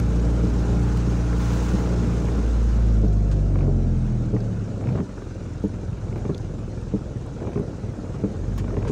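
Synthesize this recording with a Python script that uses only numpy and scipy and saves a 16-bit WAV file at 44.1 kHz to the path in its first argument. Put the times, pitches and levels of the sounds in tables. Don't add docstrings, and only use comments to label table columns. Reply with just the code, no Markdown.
import sys
import numpy as np
from scipy import signal
from scipy.fft import rfft, irfft, next_fast_len
from scipy.io import wavfile
from scipy.ndimage import uniform_filter1d

SR = 44100
rng = np.random.default_rng(int(sys.argv[2]) if len(sys.argv) > 2 else 0)


def gain_from_decibels(decibels):
    exponent = np.asarray(decibels, float) / 20
    return 10 ** exponent


def pcm_store(signal):
    levels = np.round(np.clip(np.atleast_2d(signal), -1, 1) * 32767)
    wavfile.write(sys.argv[1], SR, levels.astype(np.int16).T)


N = 392931

# time_s, level_db
TYRE_SPRAY = [(0, -50), (1.0, -48.5), (2.2, -48.5), (2.85, -51.5), (3.06, -55.5), (3.72, -57),
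              (4.07, -56.5), (6.3, -57.5), (6.97, -58), (8.5, -57), (8.91, -56.5)]
# freq_hz, density_db
ROAR_SPECTRUM = [(290, -18.5), (500, 5), (620, -26), (700, -11.5), (830, -4.5), (950, -4), (1170, -5.5),
                 (1390, -3.5), (1700, -10.5), (2000, -16), (3000, -21), (3900, -53.5)]
SPRAY_SPECTRUM = [(1200, -21.5), (2000, -6.5), (2400, -4), (3100, -7), (3900, -5.5), (4700, -8), (5200, -6),
                  (6500, -4.5), (8150, -12.5), (9000, -15.5), (11000, -30.5), (13300, -54), (15500, -53)]
MIST_SPECTRUM = [(7000, -37), (9500, -0.5), (11500, -6), (13300, -8.5), (14200, -9), (14800, -1),
                 (15700, 5.5), (16500, -31.5)]
# start_s, peak_db, length_s
BIG_DROPS = [
    (0.0, -27, 0.0037),
    (0.972, -32, 0.0071),
    (3.314, -36.5, 0.026),
    (8.578, -34, 0.029),
    (8.877, -34, 0.03),
]
# freq_hz, density_db
SPLASH_SPECTRUM = [(400, 7), (1000, 20.0), (3000, 5.5), (7000, 4.5), (10000, -7.5), (13000, -29), (15500, -27)]
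# start_s, peak_db, pitch_hz
SMALL_DROPS = [(0.0, -49, 12000), (.8096, -59, 9000), (.972, -51, 14000), (2.0782, -57, 9500),
               (2.3735, -49, 6000), (2.3735, -62, 13500), (3.0829, -46, 4960), (3.0829, -55, 14500),
               (3.1703, -50, 5000), (3.3384, -61.5, 10500), (4.0494, -57, 5000), (4.405, -47, 5040),
               (5.6384, -59, 12000), (5.681, -53, 8500), (5.7503, -67, 9500), (6.1789, -58, 14500),
               (6.314, -69, 12500), (6.346, -38.5, 3420), (6.348, -46, 5600), (6.347, -61, 10000),
               (6.379, -43, 5230), (6.380, -55, 9500), (7.2635, -58, 9500), (7.596, -61, 10500),
               (8.5794, -46, 14500), (8.584, -53, 14500), (8.590, -56, 14500), (1.531, -61, 11900)]
# start_s, peak_db, pitch_hz
TRIM_RATTLES = [(1.33, -35, 1870), (4.077, -46, 1750), (4.3644, -38, 1870), (4.403, -47, 1750),
                (5.1794, -41, 1460), (5.219, -39, 1300), (5.775, -59, 1590), (5.9294, -49, 2850),
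                (6.0144, -44.5, 1530), (7.877, -54, 1500), (7.934, -49, 1500), (8.24, -43, 1410)]
# start_s, peak_db
LOW_STOPS = [
    (0.4368, -10.5),
    (1.7379, -10.5),
    (3.0366, -11.5),
    (4.3374, -10),
    (5.639, -8.5),
    (6.9374, -8),
    (8.237, -8),
]
# start_s, peak_db
FAR_TURNS = [(1.069, -13), (2.379, -10.5), (3.678, -11), (4.951, -14), (4.992, -11), (5.025, -22),
             (6.25, -17), (6.292, -8.5), (7.558, -8.5), (7.575, -15), (7.595, -12), (8.768, -14.5),
             (8.844, -26), (8.895, -10)]
# freq_hz, level_db, t60_s
STOP_MODES = [(157, -16, 0.09), (198.4, -0.5, 0.098), (299.4, -3.5, 0.084), (441, -2.5, 0.1),
              (600, -19, 0.034), (880, -7, 0.022)]
TURN_MODES = [(136, 5.5, 0.02), (174, -2, 0.096), (201, -1.5, 0.075), (248.4, 0, 0.08), (325, 3.5, 0.012),
              (391.2, 0, 0.094), (525, -32, 0.028), (713, -13.5, 0.013), (1106, -16.5, 0.052)]
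# start_s, length_s, frame_shake_db
JUDDERS = [
    (2.27, 0.097, 1.5),
    (3.583, 0.092, 4),
    (4.8, 0.22, 5),
    (6.08, 0.22, 4.5),
    (7.386, 0.14, 7),
    (8.68, 0.38, 3),
]
# start_s, peak_db, squeak_db
BLADE_SLIPS = [(2.284, -28, -17), (3.557, -33.5, -11), (3.572, -46, -10), (3.588, -39, -5),
               (3.608, -37, -6.5), (3.617, -39, -14), (3.629, -39, -20), (4.809, -35, -23),
               (4.827, -49, -13), (4.84, -41, -7), (4.871, -32, -11), (4.889, -32, -11), (4.911, -45, -9),
               (4.927, -43, -9), (4.937, -46, -12), (4.955, -31, -22), (4.975, -32, -22), (4.984, -31, -21),
               (5.002, -31.5, -28), (6.083, -46, -5), (6.127, -42, -2), (6.158, -32, -17), (6.18, -40, -11),
               (6.252, -34.5, -16), (6.296, -34, -23), (7.403, -38, -18), (7.427, -36, -19),
               (7.45, -40, -17), (7.471, -32, -19), (7.487, -37, -18), (7.519, -43, -11), (7.533, -39, -11),
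               (7.557, -40, -9), (7.574, -36, -20), (8.642, -34, -21), (8.68, -38, -10),
               (8.705, -32.5, -17), (8.727, -42, -17.5), (8.742, -34, -14), (8.768, -29.5, -15),
               (8.787, -41, -9), (8.826, -35, -9), (8.85, -31, -23), (8.871, -29, -18.5), (6.117, -51, -7),
               (6.11, -45, -20), (6.208, -45, -22)]
# time_s, firing_rate_hz
ENGINE_SPEED = [(0.0, 57.8), (1.75, 58.7), (2.25, 58.4), (2.45, 56.9), (2.8, 56.6), (3.08, 52.1),
                (3.33, 50.2), (3.87, 43.9), (4.49, 36.9), (4.9, 33.0), (5.1, 25.2), (5.3, 20.7),
                (5.65, 21.2), (6.45, 21.35), (7.0, 20.95), (7.32, 18.8), (7.6, 19.35), (8.25, 19.4),
                (8.5, 24.1), (8.62, 24.8), (8.91, 20.3)]
# time_s, boom_db, frame_shake_db, overrun_0_to_1
ENGINE_EFFORT = [(0, 1, -20, 0.07), (.8, 0.5, -19.5, 0.01), (1.5, 0.5, -21, 0), (1.75, -1, -19.5, 0),
                 (2.3, 0, -20, 0), (2.65, 4, -21, 0.47), (2.95, 3.5, -21, 1), (3.3, 3, -23.5, 0.7),
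                 (3.95, 2, -21.5, 1), (4.5, -3, -23.5, 0.7), (5.0, -10.5, -23, 1), (5.05, -23.5, -28, 0.7),
                 (5.6, -15.5, -27, 0.8), (7, -16, -25.5, 0), (7.35, -23, -26.5, 0.3),
                 (8.15, -21.5, -23.5, .5), (8.5, -7.5, -23, 0.3), (8.91, -13.5, -24, .5)]
# time_s, level_db
ODD_ORDER_BITE = [(0, -1.5), (2.2, 0.5), (2.55, -20.5), (2.95, -5), (3.9, -0.5), (8.2, -1.5), (8.55, -4),
                  (8.91, 6)]
# multiple_of_firing_rate, pulling_db, overrun_db, idle_db
FIRING_ORDERS = [(1, -0.5, -2, 16), (2, -5, -3, 2.5), (2.5, -18, -26.5, -22), (3, -3.5, -2, 3),
                 (3.5, -12.5, -16, -21), (4, -8.5, -9.5, 2.5), (5, -1.5, -3.5, -5.5), (5.5, -4.5, -16, -26),
                 (6, -11, -5.5, -8), (7, -1, -6.5, -13), (8, 4.5, -13, -12), (9, -10, -17.5, -13),
                 (11, -1.5, -21, -20), (13, -4, -17.5, -20), (14, 1.5, -18.5, -23), (14.5, -2, -11, -19),
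                 (17, -5, -15.5, -15), (18, -1, -19.5, -8)]
# freq_hz, gain_db
CABIN_GAIN = [(20, -44), (38, -29), (44, -22), (56, -19), (72, -39), (86, -25), (112, -20.5), (172, -27.5),
              (214, -26.5), (255, -41.5), (292, -35), (460, -49.5), (1100, -58)]
# freq_hz, width_hz, level_db
EXHAUST_MODES = [(189.6, 46, 6.5), (290.3, 8.7, 8.5), (378, 7, -12.5), (442, 9.7, -24), (570, 8.9, -21.5),
                 (601, 40, -10.5)]
# freq_hz, width_hz, level_db
SILENCER_BOOM = (102.7, 27.5, -16)
# freq_hz, density_db
SHAKE_SPECTRUM = [(30, -3), (60, -6), (100, 0.5), (160, -3), (210, -4.5), (255, -8.5), (350, -10),
                  (480, -13.5), (620, -18), (900, -29.5), (1300, -76)]
# time_s, level_db
GEAR_WHINE = [(0, -81), (2.95, -69), (3.1, -45), (3.4, -49), (3.7, -43), (3.9, -65), (8.91, -75)]

IDLE_HZ, IDLE_FADE_HZ = 25.5, 2.7
SLIP_DB, SLIP_HZ, SLIP_SNAP_DB, SLIP_SQUEAK_DB = -4.5, 1020, -1.5, 11.5


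def rms_one(x):
    return x / np.sqrt(np.mean(x ** 2) + 1e-20)


def in_time(rows):
    s, *columns = np.transpose(rows)
    return [np.interp(np.arange(N) / SR, s, c) for c in columns]


def at_hz(points, hz):
    freq_hz, level_db = np.array(points).T
    return np.interp(np.log(hz), np.log(freq_hz), level_db)


def drift(rate_hz):
    r = np.exp(-80 * np.pi * rate_hz / SR)
    slow = signal.lfilter([1], [1, -2 * r, r * r], rng.standard_normal(N // 40 + 2002))[2000:]
    return np.interp(np.arange(N) / 40, np.arange(len(slow)), rms_one(slow))


def ring(clicks, hz, t60_s):
    r, w = gain_from_decibels(-60 / (t60_s * SR)), 2 * np.pi * hz / SR
    return signal.lfilter([0, np.sin(w)], [1, -2 * r * np.cos(w), r * r], clicks + 1e-18)


def resonate(x, hz, width_hz):
    r = np.exp(-np.pi * width_hz / SR)
    return signal.lfilter([(1 - r * r) / 2, 0, (r * r - 1) / 2], [1, -2 * r * np.cos(2 * np.pi * hz / SR), r * r], x)


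def filtered(x, order, hz, kind="low"):
    return signal.sosfilt(signal.butter(order, hz, kind, fs=SR, output="sos"), x)


def coloured(spectrum, patchy_db, flicker_hz):
    size = next_fast_len(N)
    hz = np.maximum(np.arange(size // 2 + 1) * SR / size, 1)
    shaped = rfft(rng.standard_normal(size)) * gain_from_decibels(at_hz(spectrum, hz))
    out, together = 0, drift(flicker_hz)
    for octave in range(4, 15):
        share = np.cos(np.pi / 2 * np.clip(np.log2(hz) - octave, -1, 1)) ** 2
        flicker_db = patchy_db * (.5 * together + drift(flicker_hz))
        out = out + irfft(shaped * share, size)[:N] * gain_from_decibels(flicker_db)
    return rms_one(out)


def tyre_spray_db():
    car_s, car_db, rise_s, hold_s, fade_s = 1.417, 4, 0.037, 0.19, 0.22
    t = np.arange(N) / SR - car_s
    rise = (np.minimum(t, 0) / rise_s) ** 2
    fade = (np.maximum(t - hold_s, 0) / fade_s) ** 2
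    return in_time(TYRE_SPRAY)[0] + car_db * np.exp(-rise - fade)


def road_roar(spray_db, swing_db, puff, rate_hz):
    level_db = -42.5 + 0.95 * (spray_db - TYRE_SPRAY[0][1]) + 0.25 * swing_db
    pulsing = puff ** (0.21 + 0.8 * (rate_hz < IDLE_HZ))
    return gain_from_decibels(level_db) * coloured(ROAR_SPECTRUM, patchy_db=-0.36, flicker_hz=20.0) * pulsing


def wet_hiss(spray_db):
    spray = gain_from_decibels(spray_db) * coloured(SPRAY_SPECTRUM, patchy_db=1.0, flicker_hz=61)
    mist_db = 1.87 * (spray_db + 51.0) - 72.0 + 1.1 * drift(18)
    return spray + gain_from_decibels(mist_db) * coloured(MIST_SPECTRUM, patchy_db=0.8, flicker_hz=11)


def splashes():
    swell, t = np.zeros(N + SR), np.arange(4000) / SR
    for s, level_db, length_s in BIG_DROPS:
        swell[int(s * SR):][:len(t)] += gain_from_decibels(level_db - 6.0) * np.exp(-(t / length_s) ** 2)
    return swell[:N] * coloured(SPLASH_SPECTRUM, patchy_db=0.5, flicker_hz=29)


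def drops():
    length_s, width_share = 0.0026, 0.16
    out, t = np.zeros(N + SR), np.arange(600) / SR
    for s, level_db, hz in SMALL_DROPS:
        edges_hz = [hz * (1 - width_share), min(hz * (1 + width_share), 16500)]
        speck = rms_one(filtered(rng.standard_normal(len(t)), 2, edges_hz, "band"))
        out[int(s * SR):][:len(t)] += gain_from_decibels(level_db) * speck * np.exp(-(t / length_s) ** 2)
    return out[:N]


def ticks(events):
    out, t = np.zeros(N + SR), np.arange(1500) / SR
    turn = 2 * np.pi * t
    clatter = rms_one(filtered(rng.standard_normal((len(events), len(t))), 2, [450, 1300], "band"))
    for (s, level_db, hz, snap_db, squeak_db), noise in zip(events, clatter):
        low, a, b = rng.random(3)
        snap = gain_from_decibels(snap_db) * np.sin(turn * hz * (1 + 0.22 * (a - .5))) * np.exp(-t / 0.0022)
        squeak = gain_from_decibels(squeak_db) * np.sin(turn * 2290 * (1 + 0.084 * (b - .5))) * np.exp(-t / 0.0013)
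        dull = gain_from_decibels(-3 + 3 * (a - .5)) * noise * np.exp(-t / 0.006)
        jolt = gain_from_decibels(0.5) * np.sin(turn * 334 * (1 + 0.4 * low)) * np.exp(-t / 0.023)
        onset = 1 - np.exp(-t / .0003)
        out[int(s * SR):][:len(t)] += gain_from_decibels(level_db + 4) * (snap + squeak + dull + jolt) * onset
    return out[:N]


def trim_rattles():
    return ticks([(s, level_db, hz, 0, -60) for s, level_db, hz in TRIM_RATTLES])


def blade_slips():
    return ticks([(s, level_db + SLIP_DB, SLIP_HZ, SLIP_SNAP_DB, SLIP_SQUEAK_DB + up_db)
                  for s, level_db, up_db in BLADE_SLIPS])


def blade_crackle():
    rate_per_s, level_db, spread_db, ring_cycles = 260, -47.5, 2, 10
    t = np.arange(N) / SR
    dragging = sum(np.exp(-((t - start - length / 2) / (0.5 * length)) ** 4) for start, length, _ in JUDDERS)
    born, size, dealt = rng.random((3, N))
    clicks = (born < rate_per_s * dragging / SR) * gain_from_decibels(level_db - spread_db * np.log(size + 1e-2))
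    pitch_index = (dealt * 10).astype(int)
    pitches_hz = np.geomspace(420, 2300, num=10)
    return sum(ring(clicks * (pitch_index == k), hz, ring_cycles / hz) for k, hz in enumerate(pitches_hz))


def judder_shake_db():
    t = np.arange(N) / SR
    return sum(shake_db * np.exp(-((t - start - length / 2) / (0.55 * length)) ** 2)
               for start, length, shake_db in JUDDERS)


def knocks(events, modes, bounce_s, bounce_db, mixed, soft_hz):
    start_s, peak_db = np.array(events).T
    at = (start_s * SR).astype(int)
    out = np.zeros(N)
    for k, (hz, level_db, t60_s) in enumerate(modes):
        scatter, bounce_scatter = rng.standard_normal((2, len(at)))
        sign = (-1) ** (k if mixed else 1)
        blow = np.zeros(N + SR)
        blow[at] = sign * gain_from_decibels(peak_db + level_db - 7.0 + scatter)
        blow[at + int(bounce_s * SR)] = blow[at] * gain_from_decibels(bounce_db + 0.36 * bounce_scatter)
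        out += ring(blow[:N], hz, t60_s)
    return filtered(out, 4, soft_hz)


def wiper_knocks():
    stops = knocks(LOW_STOPS, STOP_MODES, bounce_s=.0099, bounce_db=-3, mixed=False, soft_hz=620)
    turns = knocks(FAR_TURNS, TURN_MODES, bounce_s=0.00669, bounce_db=-2.5, mixed=True, soft_hz=1000)
    return stops + turns


def engine_orders(cycle, rate_hz, idling, boom_db, overrun):
    bite_db = in_time(ODD_ORDER_BITE)[0]
    out = np.zeros(N)
    for k, pull_db, coast_db, idle_db in FIRING_ORDERS:
        running_db = pull_db + (coast_db - pull_db) * overrun
        bite_share = .5 if k == 2 else float(k % 2 == 1 and k > 2)
        level_db = boom_db + at_hz(CABIN_GAIN, k * rate_hz)
        level_db = level_db + running_db * (1 - idling) + idle_db * idling + bite_db * bite_share
        level_db = level_db + 0.5 * np.sqrt(k) * drift(2.13)
        out += np.sqrt(2) * gain_from_decibels(level_db) * np.cos(2 * np.pi * k * cycle + 1.1285 * k ** 2)
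    return out


def exhaust(cycle, chance, rate_hz, boom_db, thud_db):
    firings = -100 * np.diff(np.floor(cycle), prepend=0) + 1e-18
    firings = filtered(firings, 4, 560)
    uneven = firings * gain_from_decibels(.8 * chance)
    pipe = sum(gain_from_decibels(level_db) * resonate(uneven, hz, width_hz) for hz, width_hz, level_db in EXHAUST_MODES)
    can_hz, can_width_hz, can_db = SILENCER_BOOM
    can = resonate(resonate(firings * gain_from_decibels(chance), can_hz, can_width_hz), can_hz, 130)
    can_fade_db = -12 * np.clip((rate_hz - 28) / 8, 0, 1)
    return gain_from_decibels(thud_db) * rms_one(pipe) + can * gain_from_decibels(can_db + 0.59 * (boom_db + 12) + can_fade_db)


def engine(rate_hz, boom_db, overrun, thud_db, rumble_db):
    idling = np.clip(1 - (rate_hz - IDLE_HZ) / IDLE_FADE_HZ, 0, 1)
    cycle = np.cumsum(rate_hz) / SR + .003 * drift(9)
    chance = rng.standard_normal(N // 400)[cycle.astype(int) % (N // 400)]
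    puff = 0.81 + (0.59 + 0.15 * idling) * gain_from_decibels(0.45 * chance) * np.exp(-3.0 * (cycle % 1))
    puff = uniform_filter1d(puff, size=150)
    shake = rms_one(puff * coloured(SHAKE_SPECTRUM, patchy_db=1.5, flicker_hz=2.8))
    whine = gain_from_decibels(in_time(GEAR_WHINE)[0]) * np.sin(2 * np.pi * 13.5 * cycle)
    motor = engine_orders(cycle, rate_hz, idling, boom_db, overrun) + whine
    motor = motor + exhaust(cycle, chance, rate_hz, boom_db, thud_db)
    return motor + gain_from_decibels(rumble_db - 7.5 + idling) * shake, puff


def scene():
    rate_hz = in_time(ENGINE_SPEED)[0]
    boom_db, frame_db, overrun = in_time(ENGINE_EFFORT)
    rumble_db, swing_db = frame_db + judder_shake_db(), frame_db - frame_db.max()
    thud_db = -42 + 0.97 * (rumble_db - frame_db.max())
    motor, puff = engine(rate_hz, boom_db, np.clip(overrun, 0, 1), thud_db, rumble_db)
    spray_db = tyre_spray_db()
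    road = road_roar(spray_db, swing_db, puff, rate_hz) + wet_hiss(spray_db)
    wiper = wiper_knocks() + blade_slips() + blade_crackle()
    return (road + splashes() + drops() + trim_rattles() + wiper + motor)[None]


def suppressor(x, depth_db):
    hz, _, frames = signal.stft(x, SR, nperseg=512)
    patches = uniform_filter1d(rng.standard_normal(frames.shape), size=8, axis=-1)
    patches = rms_one(uniform_filter1d(patches, size=2, axis=-2))
    power = np.mean(np.abs(frames[..., hz > 3000, :]) ** 2, axis=-2, keepdims=True)
    level = uniform_filter1d(np.log10(power + 1e-20), size=60, axis=-1)
    quiet = 0.5 + .5 * np.clip(level.max() - level, 0, 1.2)
    reach = np.clip((hz - 500) / 1000, 0, 1)[:, None] * quiet
    return signal.istft(frames * gain_from_decibels(depth_db * patches * reach), SR, nperseg=512)[1][..., :N]


def roll_off(x):
    return signal.sosfilt(signal.butter(12, 17090, fs=SR, output="sos"), x)


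def record(dry):
    x = filtered(dry, 8, 37, "high")
    x = .5 * np.tanh(suppressor(x, depth_db=2.0) / .5)
    x = signal.sosfilt(signal.cheby2(16, 60, 16120, fs=SR, output="sos"), x)
    return roll_off(x)


dry = scene()
out = record(dry)
pcm_store(out)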